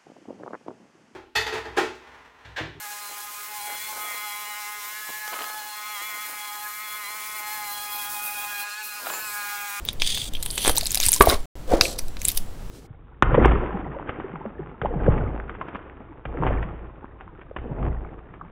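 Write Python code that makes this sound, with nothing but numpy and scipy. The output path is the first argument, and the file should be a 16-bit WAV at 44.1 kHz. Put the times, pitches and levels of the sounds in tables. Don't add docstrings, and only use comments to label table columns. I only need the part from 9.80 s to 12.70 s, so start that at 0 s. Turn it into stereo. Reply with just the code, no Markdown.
import sys
import numpy as np
from scipy import signal
from scipy.fft import rfft, irfft, next_fast_len
from scipy.io import wavfile
from scipy.ndimage import map_coordinates

SR = 44100
rng = np.random.default_rng(int(sys.argv[2]) if len(sys.argv) > 2 else 0)


def inscribe(sig):
    pcm = np.round(np.clip(np.atleast_2d(sig).T, -1, 1) * 32767)
    wavfile.write(sys.argv[1], SR, pcm.astype(np.int16))


N = 127890
TIME = np.arange(N) / SR
SHORT_TIME = TIME[:SR // 4]


def amp(db):
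    return 10 ** (np.asarray(db) / 20)


def unit(x):
    return x / np.sqrt(np.mean(x ** 2) + 1e-20)


def along(points, hz):
    f, values = np.transpose(points)
    return np.interp(np.log(hz + 1), np.log(f + 1), values)


def curves(rows):
    times, *columns = np.transpose(rows)
    return [np.interp(TIME, times, column, -120, -120) for column in columns]


def wobble(rate):
    return map_coordinates(rng.standard_normal(int(N * rate / SR) + 4), [TIME * rate])


def filtered(x, response):
    size = next_fast_len(x.shape[-1] + 8192)
    return irfft(rfft(x, size) * response(np.fft.rfftfreq(size, 1 / SR)), size)[..., :x.shape[-1]]


def ringing(f, rings):
    return sum((-1) ** k * amp(db) * 1j * f * width / (hz * hz - f * f + 1j * f * width)
               for k, (hz, width, db) in enumerate(rings))


def noise(colour, likeness):
    def response(f):
        angle = np.arccos(along(likeness, f)) / 2
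        return colour(f) * [np.cos(angle), np.sin(angle)]
    mid, side = filtered(rng.standard_normal((2, N)), response)
    return unit(np.array([mid + side, mid - side]))


def add(out, start, sound, pan_db=0):
    place = out[:, round(start * SR):][:, :sound.shape[-1]]
    place += amp([[pan_db / 2], [-pan_db / 2]]) * sound[..., :place.shape[-1]]


# f/Hz, relative level/dB
ROOM_COLOUR = [(12, -29), (20, -0.5), (120, -16.5), (248, -23.5), (422, -27), (738, -31.5), (2320, -42),
               (5530, -45.5), (16000, -52)]
# f/Hz, likeness/0 to 1
ROOM_LIKENESS = [(60, 0.19), (240, 0.18), (950, 0.23), (3770, 0.22), (15000, 0.11)]
# f/Hz, level/dB
ROOM_TONES = [(5733, -69.5), (7644, -67)]

def room():
    rumble = noise(lambda f: amp(along(ROOM_COLOUR, f)) * (f > 20), ROOM_LIKENESS)
    sway = noise(lambda f: (f > 4) * (f < 20), [(10, 0.19)])
    tones = sum(amp(db + 3.8 * wobble(21)) * np.sin(2 * np.pi * hz * TIME) for hz, db in ROOM_TONES)
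    return amp(-34) * rumble + amp(-38) * sway + tones


# t/s, peak level/dB, main ring f/Hz, other rings' gain/dB, time to fade 60 dB/s
FILM_SNAPS = [(0.0518, -6.5, 15400, -15.5, 0.0051), (0.088, -8.5, 3620, -17.5, 0.0039),
              (0.131, -21, 15900, -2, 0.005), (0.199, -22.5, 3400, -27, 0.0065),
              (0.2198, -5, 3450, -31.5, 0.0065), (0.351, -19, 12200, -13.5, 0.0065),
              (0.3743, -13, 3410, -20, 0.0071), (0.5365, -20, 3270, -13.5, 0.0089),
              (0.5535, -26, 3300, 6, 0.0041), (0.5692, -22.5, 3320.0, -20, 0.0071),
              (0.627, -15, 8100, -9, 0.011), (0.6323, -15.5, 3930, -3, 0.0076),
              (0.6539, -22, 9700, -24, 0.0094), (0.6605, -13, 9360, -21.5, 0.006),
              (0.6616, -17.5, 3140, -21, 0.0094), (0.7044, -16.5, 4370, -19, 0.0078),
              (0.7106, -15.5, 9700, -18, 0.0095), (0.757, -18.5, 9700, -30, 0.011),
              (0.7794, -7, 3270, -17.5, 0.028), (0.827, -23, 6600, -10, 0.007),
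              (0.848, -10.5, 3270, -22, 0.015), (0.857, -18, 6500, -13, 0.007),
              (0.8779, -2.5, 8360, -27.5, 0.0094), (0.8956, -5, 10700, 6, 0.0081),
              (0.938, -22, 9730.0, 4, 0.0065), (0.957, -14, 13000, -7, 0.0077),
              (0.9673, -4, 6230, -1.5, 0.0058), (0.974, -7.5, 4000, -7, 0.0054),
              (0.9816, -4, 8500, -8, 0.01), (1.0107, -10.5, 4070, -9, 0.0065),
              (1.0326, -14, 4420, -15, 0.0036), (1.05, -20.5, 11000, -11, 0.0065),
              (1.0572, -11, 4330, -2, 0.0086), (1.0656, -10.5, 5750, 1, 0.0072),
              (1.0698, -7.5, 4230, 8.5, 0.0089), (1.1073, -8, 7100, -11.5, 0.0054),
              (1.1181, -7, 9350, -9.5, 0.0085), (1.1276, -18, 6030.0, 8.5, 0.0065),
              (1.1464, -1, 9850, 0, 0.0069), (1.155, -6.5, 9700, -2.5, 0.0058),
              (1.174, -4.5, 4400, -8.5, 0.0065), (1.1808, -16, 9250, -4.5, 0.0065),
              (1.202, 0, 5850, -7, 0.0038), (1.213, -13, 9700, 2, 0.0065),
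              (1.2297, -8.5, 4150, -18, 0.0065), (1.235, -15, 4550, -11, 0.011),
              (1.2426, -15, 9500, -21, 0.0065), (1.255, -8, 8700, -12, 0.0075),
              (1.2639, 0.5, 8400, 2.5, 0.0071), (1.278, -16.5, 9400, -10, 0.0065),
              (1.2855, -1, 8700, -10.5, 0.0065), (1.2905, 2, 8870, -30, 0.0044),
              (1.319, 0.5, 11400, -16.5, 0.0057), (1.3304, -3.5, 7030, -4, 0.013),
              (1.3379, -1, 7230, -8, 0.0097), (1.345, -6.5, 6750, -5, 0.0065),
              (1.363, -9.5, 5610, -7, 0.0049), (1.4, -9, 11370.0, -7.5, 0.0065),
              (1.4225, -1.5, 11710.0, -4, 0.0065), (1.455, -13, 11530, -13.5, 0.0097),
              (1.4595, -10.5, 14510.0, -0.5, 0.0065), (1.4919, -6, 10600, -1, 0.0059),
              (1.498, -4.5, 4160, -12, 0.017), (2.0108, 2.5, 4460, -18, 0.0079),
              (2.054, -12, 2610, -24.5, 0.0057), (2.1888, -12.5, 10100, 5.5, 0.0053),
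              (2.1915, -12, 5160, -11, 0.0079), (2.283, -27, 10600, -3, 0.0058),
              (2.37, -29, 3700, -16, 0.0038), (2.402, -35, 5800, -12.5, 0.005),
              (2.417, -16, 6740, -6.5, 0.005), (2.4314, -23, 14990.0, -11, 0.0065),
              (2.4482, -14, 14300, -11, 0.0054), (2.452, -2, 8380, -14.5, 0.0052),
              (2.4748, -27, 2680, -14, 0.0055), (2.479, -18, 10000, -13, 0.007),
              (2.484, 0.5, 9550, -14.5, 0.0088), (2.4898, -6.5, 3460, 1, 0.0065),
              (2.5173, -15, 10400, -3, 0.0052), (2.55, -21, 11630.0, -2.5, 0.007),
              (2.5734, -6, 11800, -11, 0.007), (2.576, -9, 4970, -8.5, 0.006)]

def film_snaps(rise_s=0.0002):
    out, t = np.zeros((2, N)), TIME[:2048]
    for start, db, hz, others_db, fade_s in FILM_SNAPS:
        fade_db = -60 * t / fade_s
        spike = amp(8.5 + fade_db / 0.37)
        shape = (amp(fade_db) + spike) * (1 - np.exp(-t / rise_s))
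        mid, side = rng.standard_normal((2, len(t))) * shape
        flick = mid + 0.12 * side * [[1], [-1]]
        low, high = rng.uniform(3000, 7000), rng.uniform(7000, 13000)
        others_db = min(others_db, 6)
        crack = (9000, 12000, others_db - 13.5)
        others = [(low, 0.57 * low, others_db), crack, (high, 0.31 * high, others_db)]
        snap = filtered(flick, lambda f: ringing(f, [(hz, 0.3 * hz, 0)]) ** 2 + ringing(f, others))
        add(out, start - rise_s, amp(db) * snap / np.abs(snap).max())
    return out


# t/s, slit level/dB, fizz level/dB
AIR_BURSTS = [
    [(.06, -48.5, -74), (.09, -35.5, -64), (.14, -58, -70.5)],
    [(.199, -36, -50), (.27, -26, -35), (.33, -28.5, -38.5), (.41, -34, -41), (.492, -42, -41)],
    [(.52, -53, -65.5), (.553, -45, -60), (.59, -53.5, -57), (.64, -46.5, -45), (.74, -44.5, -38.5),
     (.8, -33, -35), (.885, -26, -27), (.915, -33.5, -30), (.95, -46, -49)],
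    [(.95, -36.5, -54), (1.0, -33.5, -60), (1.07, -44.5, -65), (1.1, -35, -57), (1.19, -38, -54),
     (1.26, -24, -29), (1.3, -37, -41), (1.34, -32, -25.5), (1.385, -36, -38.5), (1.4, -50, -34)],
    [(1.4, -42.5, -38.5), (1.42, -34, -18.5), (1.45, -41, -42.5), (1.5, -28.5, -25.5), (1.545, -33, -38.5),
     (1.57, -47.5, -49), (1.65, -63.5, -64)],
    [(1.875, -54.5, -55), (1.935, -38, -43.5), (2.01, -48.5, -58)],
    [(2.01, -26.5, -38), (2.066, -32.5, -40), (2.13, -41.5, -45), (2.17, -53, -75)],
    [(2.18, -43, -52.5), (2.22, -50, -57), (2.3, -69, -57)],
    [(2.39, -50, -67), (2.45, -47, -42), (2.47, -41, -38), (2.49, -28, -35), (2.535, -50, -46),
     (2.578, -44, -36.5), (2.61, -50, -49), (2.67, -66, -64)],
]
# main ring f/Hz, looseness/times wider, other rings' gain/dB
SLIT_PITCH = [3480, 3450, 3290, 4230, 3760, 3600, 4130, 4480, 3660]
SLIT_LOOSENESS = [1.5, 1.1, 1.3, 12, 4.5, 3.1, 1.7, 2, 7.1]
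SLIT_OTHERS_DB = [-1.5, -2.5, -2, -17, -13, -0.5, 2, 1, 1.5]
# pitch/main pitch, width before loosening/main pitch, relative level/dB
SLIT_RINGS = [(.65, .25, -14), (1.0, .17, 0), (1.36, .17, -6), (1.83, .17, -8), (2.7, .25, -9)]
# f/Hz, relative level/dB
FIZZ_COLOUR = [(1760, -43), (3000, -2), (4230, -14), (5250, -13.5), (9730, -14.5), (13700, -15),
               (15100, -5.5), (16000, -23)]
# f/Hz, strength/dB
FIZZ_PITCH = [9000, 8100, 10020, 9600, 9560, 7840, 8200, 10000, 10600]
FIZZ_BOOST_DB = [15, 16, 26, 20, 14, 6.1, 21, 14, 11]

def escaping_air(flutter_db=2.5):
    hiss, fizz_level, likeness = 0, 0, [(3000, 0.96)]
    bursts = zip(AIR_BURSTS, SLIT_PITCH, SLIT_LOOSENESS, SLIT_OTHERS_DB, FIZZ_PITCH, FIZZ_BOOST_DB)
    for rows, hz, looseness, others_db, fizz_hz, boost_db in bursts:
        def slit(f):
            return sum(amp(db + others_db * (ratio != 1))
                       * np.abs(ringing(f, [(hz * ratio, hz * width * looseness, 0)])) ** 2
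                       for ratio, width, db in SLIT_RINGS)

        def fizz(f):
            ring = np.abs(ringing(f, [(fizz_hz, 0.3 * fizz_hz, 0)])) ** 2
            return amp(along(FIZZ_COLOUR, f)) * (1 + amp(boost_db) * ring)

        slit_level, burst_fizz = amp(curves(rows))
        hiss += slit_level * noise(slit, likeness) + burst_fizz * noise(fizz, likeness)
        fizz_level += burst_fizz
    return amp(flutter_db * wobble(240)) * hiss + fizz_level * bubble_crackle()


def bubble_crackle(ticks_per_s=700):
    size_db = np.minimum(rng.exponential(size=N), 3)
    ticks = (rng.random(N) < ticks_per_s / SR) * rng.choice([-1, 1], N) * amp(size_db)
    crackle = filtered(ticks, lambda f: ringing(f, [(4080, 3000, -2.5), (10100, 1500, 11.0)]))
    return amp(-17.5) * unit(crackle)


# t/s, peak level/dB, width/s; some fall with film snaps and give them a low body
PUFFS = [(0.0878, -10, 0.000032), (0.2203, -3.5, 0.00003), (0.3758, -23.5, 0.000088),
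         (0.6628, -16.5, 0.000036), (.778, -10.5, 0.000043), (0.85, -11, 0.0001),
         (0.8596, -7, 0.000059), (0.87, -10.5, 0.000065), (0.8776, -7, 0.00024),
         (.8804, -3.5, 0.000049), (0.8952, -6, 0.00011), (0.9017, -13.5, 0.00026),
         (2.1926, -15.5, 0.000029), (2.369, -19.5, 0.00004)]

def puffs(lead_s=0.002):
    out, t = np.zeros((2, N)), SHORT_TIME - lead_s
    for when, db, width in PUFFS:
        push = np.exp(-0.5 * (t / width) ** 2)
        pull = np.exp(-0.5 * ((t - 4 * width) / (2 * width)) ** 2)
        add(out, when - lead_s, amp(db) * (push - 0.2 * pull))
    return out


def throb(first_s=0.229, every_s=0.3385, width_s=0.02, lead_s=0.1):
    t = (TIME - first_s + lead_s) % every_s - lead_s
    swing = t / width_s * np.exp(-0.5 * (t / width_s) ** 2)
    sag = np.exp(-0.5 * ((t - 0.095) / 0.03) ** 2)
    return (amp(-14.5) * swing - amp(-28) * sag) * (TIME > first_s - lead_s)


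# t/s, level/dB, starting f/Hz, time to fade 60 dB/s
POCKET_PLOPS = [(.5515, -14.5, 3180, 0.02), (0.977, -18.5, 895, 0.017), (1.028, -26, 653, 0.032),
                (1.171, -23.5, 750, 0.022), (1.2, -16, 726, 0.008), (1.288, -20, 900, 0.012),
                (1.362, -31, 997, 0.049), (1.406, 2, 382, 0.03), (1.409, 11.5, 1130, 0.014),
                (1.4073, -6, 1580, 0.016), (1.438, -14.5, 1154, 0.042), (1.472, 3, 653, 0.016),
                (1.504, -11, 1410, 0.016), (1.926, -12.5, 711, 0.035), (1.9365, 2, 499, 0.029),
                (1.9365, -5.5, 315, 0.04), (2.0115, 2, 1400, 0.0045), (2.011, -6.5, 2640, 0.012)]

def pocket_plops(rise_per_s=5.2, attack_cycles=0.53):
    out, t = np.zeros((2, N)), SHORT_TIME
    for start, db, hz, fade_s in POCKET_PLOPS:
        tone = np.sin(2 * np.pi * hz * (t + rise_per_s * t * t / 2))
        attack = 1 - np.exp(-t * hz / attack_cycles)
        add(out, start, amp(db - 60 * t / fade_s) * attack * tone)
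    return out


# t/s, level/dB
SQUELCHES = [
    [(.76, -70), (.78, -42), (.82, -49), (.85, -39), (.898, -27.5), (.92, -36), (.982, -43), (1.06, -54)],
    [(1.4, -59), (1.41, -12.5), (1.43, -22.5), (1.462, -30), (1.474, -25), (1.53, -20), (1.56, -34),
     (1.64, -60.5)],
    [(1.86, -64), (1.875, -43), (1.915, -21), (1.942, -17.5), (1.96, -23), (2.05, -30.5), (2.22, -49.5)],
]
# f/Hz, width/Hz, relative level/dB
SLIME_RINGS = [
    [(304, 64, -21.5), (514, 90, -20.5), (696, 150, -20)],
    [(398, 96, -9.5), (735, 90, -8), (1114, 55, 0), (2170, 150, -6)],
    [(349, 63, -2), (518, 32, 3), (680, 36, 4.5), (1420, 360, -16)],
]
# f/Hz, relative level/dB
SLIME_COLOUR = [(71, -62), (120, -20.5), (531, -15), (882, -23), (2500, -30), (3250, -64.5), (5500, -120)]

def squelches():
    out = 0
    for rows, rings in zip(SQUELCHES, SLIME_RINGS):
        def colour(f):
            return amp(along(SLIME_COLOUR, f)) * (f > 110) * (0.25 + np.abs(ringing(f, rings)))

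        lumps = amp(0.77 * wobble(120))
        out += amp(curves(rows)[0]) * unit(lumps * noise(colour, likeness=[(500, 0.84)]))
    return out


# t/s, level/dB, f/Hz, left minus right/dB
AIR_PUSHES = [(0.892, -16, 60, 3), (1.269, -17.5, 60, -3), (1.4039, -5, 46, -8), (1.48, -8.5, 62, 5.5),
              (1.538, -15.5, 45.5, -7), (1.928, -10, 40.1, 7.5), (2.011, -17.5, 70.4, -1),
              (2.478, -23.5, 60.4, -3)]

def air_pushes(fade_cycles=4.3):
    out, t = np.zeros((2, N)), SHORT_TIME
    for start, db, hz, pan_db in AIR_PUSHES:
        level = amp(db - 60 * t * hz / fade_cycles)
        add(out, start, -level * np.sin(2 * np.pi * hz * t), pan_db)
    return out


# t/s, f/Hz, level/dB
PINHOLE_WHISTLE = [(2.196, 14870, -65), (2.214, 14080, -53), (2.237, 14600, -54), (2.255, 13420, -66)]

def pinhole_whistle():
    hz, db = curves(PINHOLE_WHISTLE)
    return np.sqrt(2) * amp(db) * np.sin(2 * np.pi * np.cumsum(hz) / SR)


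def scene(tail_fade_s=0.039):
    pops = film_snaps() + puffs() + pocket_plops() + air_pushes()
    t = TIME[:SR // 6]
    tail = rng.standard_normal((1, len(t))) * amp(-60 * t / tail_fade_s)
    echo = signal.fftconvolve(pops, tail / np.linalg.norm(tail), axes=1)[:, :N]
    echo = amp(-6.5) * filtered(echo, lambda f: f > 300)
    return room() + pops + echo + escaping_air() + throb() + squelches() + pinhole_whistle()


def record(dry, gap_s=(1.6567, 1.755), top_hz=16000):
    sound_on = (TIME < gap_s[0]) | (TIME > gap_s[1])
    clipped = np.clip(dry, -1, 1)
    return filtered(clipped * sound_on, lambda f: np.clip((top_hz - f) / 500 + 0.5, 0, 1) ** 2)


dry = scene()
out = record(dry)
inscribe(out)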